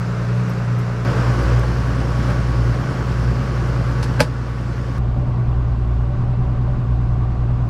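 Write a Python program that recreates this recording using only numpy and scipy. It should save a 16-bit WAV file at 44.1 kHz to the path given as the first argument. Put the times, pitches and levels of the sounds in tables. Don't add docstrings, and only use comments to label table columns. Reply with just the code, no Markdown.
import sys
import numpy as np
from scipy import signal
from scipy.fft import rfft, irfft, next_fast_len
from scipy.io import wavfile
from scipy.ndimage import uniform_filter1d, map_coordinates

SR = 44100
rng = np.random.default_rng(int(sys.argv[2]) if len(sys.argv) > 2 else 0)


def transcribe(signal):
    frames = np.atleast_2d(signal).T
    limited = np.clip(frames, -1, 1)
    pcm = np.round(limited * 32767).astype(np.int16)
    wavfile.write(sys.argv[1], SR, pcm)


def convert_level_to_amplitude(level_db):
    exponent = np.asarray(level_db, float) / 20
    return 10 ** exponent


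N = 339129

# start in seconds, crank angle in rad per order,
# turn of orders 11, 12, 13 and 14 by the boom resonance in rad.
PLACES = [
    (0, .25, 0, 2.2, 1.5, 4.6),
    (1.0495, .35, 0, .3, .45, -.4),
    (1.595, 1.32, 3, 1.2, 1.4, -1.4),
    (4.983, 1.7, 3.7, 0, -.8, -.4),
]
ORDER_DB = [
    [-37, -45, -39, -34, -28, -13, -34, -33, -23, -27, -28, 0, -17, -22, -19, -21, -24, -9, -25, -33, -30,
     -28, -33, -27, -34, -37, -38, -37],
    [-31, -37, -25, -32, -22, -2, -21, -24, -20, -24, -25, 0, -5, -19, -21, -20, -19, -10, -18, -23, -25,
     -28, -27, -23, -26, -24, -26, -22],
    [-33, -35, -24, -25, -22, 0, -19, -20, -15, -18, -15, -1, -4, -14, -15, -14, -20, -18, -15, -26, -21,
     -26, -30, -21, -23, -22, -22, -22],
    [-32, -24, -12, -20, -20, -1, -21, -21, -20, -20, -14, 0, -10, -20, -22, -22, -22, -20, -21, -29, -28,
     -27, -32, -30, -24, -28, -33, -33],
]
# frequency in Hz, density in dB per Hz.
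ROAR_SPECTRA = [
    [(15, -30), (50, -8), (100, -8), (170, -4), (230, -2.5)] + [(190, -46), (330, -2.0), (354, -4.5), (424, -1.0), (507, -5.0), (559, -2.5), (793, -8.5), (1220, -5), (1520, -7), (1870, -13.0), (2800, -19.5), (3640, -48), (6160, -120)][1:],
    [(15, -18), (50, -9.0), (100, 5), (200, -1.5)] + [(190, -34), (330, -2.5), (361, -0.5), (395, -7.0), (439, -1.5), (559, -6.5), (779, -9.5), (1150, -8.5), (1520, -9), (1790, -14.0), (2800, -23.5), (3640, -34), (6160, -120)][1:],
    [(15, -7.5), (30, 12), (100, 9.0), (200, -0.5)] + [(190, -31), (330, -3.5), (399, -6), (487, -7.5), (513, -13.0), (583, -5.0), (651, -9.5), (761, -7.5), (837, -12.5), (1170, -7.5), (1250, -15.5), (1620, -48), (2750, -120)][1:-2] + [(1520, -15.5), (1640, -21.0), (2800, -29.0), (3640, -61), (6000, -120)],
]
# frequency in Hz, density in dB per Hz.
HISS_SPECTRA = [
    [(1650, -47), (2800, -4), (3240, -3), (5380, -3.5), (9640, -18), (11200, -19.5), (12400, -24),
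     (13800, -25), (15000, -32)],
    [(1650, -31), (2800, -1), (3660, -4), (4740, -1), (5420, -2), (6370, -7.5), (9050, -15), (11200, -19),
     (15000, -26.5)],
    [(1650, -28), (2800, -2), (4200, -6.5), (4860, -8.0), (7140, -16.5), (8250, -18.5), (9930, -28.0),
     (12600, -33.5), (14500, -40.5)] + [(15000, -43.5), (15300, -90)],
]
# multiple of the cycle rate, blur in Hz, level against the roar in dB.
WHINES = [
    [(54.3, 5.7, -16), (42.15, 12.6, -12)],
    [(113, 7.4, -12), (35.95, 8.06, -12.5), (56, 9.5, -12), (150, 7.5, -16.5)],
    [(25.4, 2, -10.5), (32.2, 3, -11), (37.5, 3, -11.5), (74.9, 3.5, -13.5), (113.3, 10, -18)],
]
# start in seconds, rattle in dB, t60 in seconds, brightness in dB, blow in dB.
LATCH_CONTACTS = [
    (4.0275, -31.5, 0.069, 1, -34),
    (4.037, -37, 0.097, 2.5, -44),
    (4.195, -19, 0.11, -15.5, -36),
    (4.2038, -7.5, .012, 1.5, -5),
    (4.207, -20, 0.095, -0.5, -4.5),
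    (4.226, -29, 0.16, -9, -19),
    (1.634, -23.5, 0.057, -22.5, -33.5),
    (2.3, -28.5, 0.11, -15, -40),
]
# centre in Hz, width in Hz, level in dB.
LATCH_MODES = [(153, 19, 9.5), (281, 49, -2), (492, 35, 1.5), (606, 45, 1), (855, 29, -1.5),
               (1010, 22, -6.5), (1242, 78, -14), (1645, 250, -5.5), (2500, 490, -9.5), (4780, 970, -9),
               (8240, 1500, -20), (9900, 770, -19), (13000, 3000, -34.5)]
# start in seconds, frequency in Hz, peak in dB, t60 in seconds.
STRAP_TICKS = [(.245, 13750, -57, .05), (.36, 13370, -61.5, .05), (.49, 13200, -49, .08),
               (.49, 12540, -47.5, .07), (.492, 10250, -48, .06), (.785, 14300, -52, .05),
               (.785, 13300, -49, .05), (.785, 8540, -47, .05), (.786, 15200, -59, .04),
               (.787, 11300, -47.5, 0.07), (1.425, 11700, -49, .08)]
# start in seconds, level in dB.
STEPS = [
    (1.0502, -40),
    (1.5958, -17),
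    (4.983, -23),
    (7.6895, -27),
]
# centre in seconds, frequency in Hz, peak in dB, length in seconds.
PANEL_SWELLS = [
    (.34, 572, -35, .07),
    (.58, 375, -36, .04),
    (5.22, 580, -33.5, .05),
    (6.12, 578, -35.5, .04),
    (6.7, 580, -35.5, .05),
]
# centre in seconds, speed change in cycles per second, length in seconds.
IDLE_HUNTS = [(0.18, -0.06, 0.098), (0.42, 0.2, 0.072), (0.78, 0.09, 0.072), (2.58, -0.12, 0.153),
              (2.85, 0.2, 0.06), (3.2, -0.07, 0.074), (3.37, 0.08, 0.08), (4.08, 0.07, 0.048),
              (5.22, 0.24, 0.11), (5.89, -0.26, 0.184), (6.12, 0.29, 0.057), (6.39, 0.11, 0.139),
              (6.72, 0.26, 0.075), (6.87, -0.09, 0.111), (7.28, -0.08, 0.055), (7.59, 0.09, 0.053)]
# centre in seconds, sixth order in dB, twelfth order in dB, length in seconds.
ODD_FIRINGS = [(0.37, -1, 5, 0.1), (0.747, -3, 5, 0.1), (1.272, 2, 4.5, 0.074), (1.452, 3.5, -11, 0.068),
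               (1.52, 4.5, 8, 0.11), (2.7, 2.5, 7.5, 0.12), (2.84, -6.5, -6.5, 0.19), (3.298, 3, 3, 0.043),
               (3.453, -1, -6, 0.056), (5.12, -1, -1, 0.03), (5.408, -10.7, 2.5, 0.028),
               (5.904, -5.5, -3.5, 0.2), (6.29, -5, 1.5, 0.2), (6.464, 7, -2.5, 0.045),
               (6.81, -6.3, 0, 0.069), (7.35, -2.8, -5, 0.042)]
# sixth, twelfth, uneven orders, roar, hiss in dB per extra cycle per second.
LABOUR_DB = (-31, -3, 6, 2.5, 1)
# sixth, twelfth, uneven orders, roar, hiss in dB.
ARRIVAL_DB = [
    (-35, -22.5, -20.2, -33, -47.5),
    (-27.5, -20.5, -21, -26, -41.5),
    (-22, -22.5, -23, -30, -44),
    (-20, -20.5, -21.5, -36, -56),
]
# sixth, twelfth, uneven orders, roar, hiss in dB per second.
DRIFT_DB_PER_S = [
    (4, .1, -2.5, 0, -.6),
    (9, 0.11, -8, -3.5, -1.2),
    (-0.47, 0.13, -0.1, -0.67, -0.88),
    (-0.96, .1, 0, -0.32, -0.38),
]
# centre in seconds, gain on roar and hiss in dB, length in seconds.
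DOORWAY_SWELL = (2.28, 2.15, 0.081)

T = np.arange(N) / SR
IDLE_CYCLES_PER_S, LABOUR_LAG_S = 9.964, 0.054
DUCK_S, DUCK_DB, DUCK_ATTACK_S, RECOVER_DB_PER_S = 4.21, -4.5, 0.021, 2.4
BOOM_STEP = 8
LINGER_S = .14
TOP_HZ = 15650


def unit(x):
    return x / np.sqrt(np.mean(x ** 2) + 1e-20)


def wobble(knots_per_s):
    t = T[::64]
    knots = rng.standard_normal(int(N * knots_per_s / SR) + 4)
    return np.interp(T, t, map_coordinates(knots, [t * knots_per_s]))


def bumps(s, size, length_s):
    t = T[::64]
    bells = np.exp(-((t[:, None] - s) / length_s) ** 2)
    return np.interp(T, t, bells @ np.asarray(size))


def filtered(x, response):
    m = next_fast_len(N + 8192)
    return irfft(rfft(x, m) * response(np.fft.rfftfreq(m, 1 / SR)), m)[:N]


def resonance_sum(f, modes):
    total = 0
    for k, (hz, width_hz, db) in enumerate(modes):
        damping = 1j * f * width_hz
        total = total + (-1) ** k * convert_level_to_amplitude(db) * damping / (hz * hz - f * f + damping)
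    return total


def coloured(x, spectrum):
    hz, db = np.transpose(spectrum)
    return unit(filtered(x, lambda f: convert_level_to_amplitude(np.interp(np.log(f + 1), np.log(hz + 1), db))))


def patchy(patchy_db):
    z = signal.stft(rng.standard_normal(N), nperseg=512)[2]
    field = uniform_filter1d(rng.standard_normal(z.shape), 5, 0)
    field = uniform_filter1d(field, 8, 1)
    return signal.istft(z * convert_level_to_amplitude(patchy_db * unit(field)), nperseg=512)[1][:N]


def holed(x):
    hz, _, z = signal.stft(x, SR, nperseg=1024)
    rows, columns = z.shape
    chance = rng.random((rows // 4 + 1, columns // 5 + 1))
    chance = np.repeat(np.repeat(chance, 4, 0), 5, 1)[:rows, :columns]
    lost_share = np.interp(hz, [6500, 9000, 15500], [0, .16, .34])[:, None]
    return signal.istft(z * (chance > lost_share), SR, nperseg=1024)[1][:N]


def layer_levels(place):
    since_s = T - np.array(PLACES)[place, 0]
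    db = np.array(ARRIVAL_DB)[place].T + np.array(DRIFT_DB_PER_S)[place].T * since_s

    s, change, length_s = np.transpose(IDLE_HUNTS)
    db = db + np.outer(LABOUR_DB, bumps(s + LABOUR_LAG_S, change, length_s))

    after_s = np.clip(T - DUCK_S, 0, None)
    duck_db = DUCK_DB * (1 - np.exp(-after_s / DUCK_ATTACK_S)) + RECOVER_DB_PER_S * after_s
    db = db + (place == 2) * duck_db

    s, sixth_db, twelfth_db, length_s = np.transpose(ODD_FIRINGS)
    swell_s, gain_db, swell_length_s = DOORWAY_SWELL
    swell_db = bumps(swell_s, [gain_db], swell_length_s)
    return db + [bumps(s, sixth_db, length_s), bumps(s, twelfth_db, length_s), 0 * T, swell_db, swell_db]


def scene_steps():
    return sum(convert_level_to_amplitude(db) * (T >= s) * np.exp(-np.abs(T - s) / 0.00039) for s, db in STEPS)


def strap_ticks():
    out, t = np.zeros(N), T[:SR // 10]
    for s, hz, db, t60_s in STRAP_TICKS:
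        jitter = .11 * np.cumsum(rng.standard_normal(len(t)))
        jangle = np.sin(2 * np.pi * hz * t + jitter)
        out[round(s * SR):][:len(t)] += convert_level_to_amplitude(db - 60 * t / t60_s) * (1 - np.exp(-t / .004)) * jangle
    return out


def body_panel():
    out = np.zeros(N)
    for s, hz, db, length_s in PANEL_SWELLS:
        out += convert_level_to_amplitude(db) * np.exp(-((T - s) / length_s) ** 2) * np.sin(2 * np.pi * hz * T)
    return out


def latch():
    dull, bright, t = np.zeros(N), np.zeros(N), T[:SR // 4]
    for s, db, t60_s, bright_db, blow_db in LATCH_CONTACTS:
        i = round(s * SR)
        rattle = convert_level_to_amplitude(db + 20 - 60 * t / t60_s) * rng.standard_normal(len(t))
        dull[i:][:len(t)] += rattle
        bright[i:][:len(t)] += rattle * convert_level_to_amplitude(bright_db)
        dull[i] += convert_level_to_amplitude(blow_db + 35.5)
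    panel = filtered(dull, lambda f: resonance_sum(f, LATCH_MODES[:8]) / (1 + 1j * f / 3500) ** 2)
    return panel + filtered(bright, lambda f: resonance_sum(f, LATCH_MODES[8:]))


def whine(crank, multiple, blur_hz, db):
    walk = uniform_filter1d(np.cumsum(rng.standard_normal(N)), size=150)
    blur = np.sqrt(2 * np.pi * blur_hz / SR) * walk
    return np.sqrt(2) * convert_level_to_amplitude(db + 1.4 * wobble(8.3)) * np.cos(multiple * crank + blur)


def roar(crank, place, level_db):
    roar_db, hiss_db = level_db[3:]
    cycle_beat = .5 * np.cos(crank + 1.4 * wobble(3))
    firing_beat = 0.77 * np.cos(6 * crank + 0.22 * wobble(8))
    beat_db = cycle_beat + firing_beat
    air, fan = patchy(patchy_db=0.32), patchy(patchy_db=0.95)
    holed_fan = holed(fan)
    fans = [holed_fan, holed_fan, fan]
    colour = np.array([0, 1, 1, 2])[place]
    out = np.zeros(N)
    for k in range(3):
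        body = coloured(air, ROAR_SPECTRA[k])
        body = body / np.std(filtered(body, lambda f: (f > 300) & (f < 1800)))
        tones = sum(whine(crank, *row) for row in WHINES[k])
        hiss = convert_level_to_amplitude(hiss_db + .3 * beat_db) * coloured(fans[k], HISS_SPECTRA[k])
        out += (colour == k) * (convert_level_to_amplitude(roar_db + beat_db) * (body + tones) + hiss)
    return out


def exhaust(crank, place, level_db):
    firing_db, double_db, uneven_db = uniform_filter1d(level_db[:3], size=800, axis=1)[:, ::BOOM_STEP]
    late_place = place * (T > PLACES[1][0] + LINGER_S)
    places, order_db = np.array(PLACES), np.array(ORDER_DB)
    out = 0
    for k in range(1, 29):
        steady = k in (3, 6, 11, 12, 13, 14, 18)
        if k == 6:
            db = firing_db
        elif k == 12:
            db = double_db
        else:
            drift_db = (1.2 if steady else 2.5) * wobble(5)[::BOOM_STEP]
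            db = uneven_db + drift_db + 1.6 * (k == 18)
        size = convert_level_to_amplitude(order_db[:, k - 1] * (k not in (6, 12)))
        turn = rng.uniform(0, 2 * np.pi, 4) * (k != 6)
        if 11 <= k <= 14:
            turn = places[:, k - 9]
        lag = k * places[:, 1] + turn

        where = (late_place if k == 18 else place)[::BOOM_STEP]
        in_phase = uniform_filter1d((size * np.cos(lag))[where], size=100)
        quadrature = uniform_filter1d((size * np.sin(lag))[where], size=100)
        angle = k * crank[::BOOM_STEP] + (.09 if steady else .33) * wobble(7)[::BOOM_STEP]
        out += convert_level_to_amplitude(db) * (in_phase * np.cos(angle) - quadrature * np.sin(angle))
    return np.sqrt(2) * signal.resample_poly(out, BOOM_STEP, 1, padtype="edge")[:N]


def scene():
    cycles_per_s = IDLE_CYCLES_PER_S + bumps(*np.transpose(IDLE_HUNTS))
    crank = 2 * np.pi * np.cumsum(cycles_per_s) / SR
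    place = np.searchsorted(np.array(PLACES)[:, 0], T, "right") - 1
    level_db = layer_levels(place)
    metal = scene_steps() + strap_ticks() + body_panel() + latch()
    engine = roar(crank, place, level_db) + exhaust(crank, place, level_db)
    return (metal + engine)[None]


def roll_off(x):
    return signal.sosfilt(signal.butter(12, 15820, fs=SR, output="sos"), x)


def record(dry):
    held = dry[0] / (1 + np.abs(dry[0] / .76) ** 6) ** (1 / 6)
    mix = filtered(held, lambda f: f < TOP_HZ)[None]
    return roll_off(mix)


dry = scene()
out = record(dry)
transcribe(out)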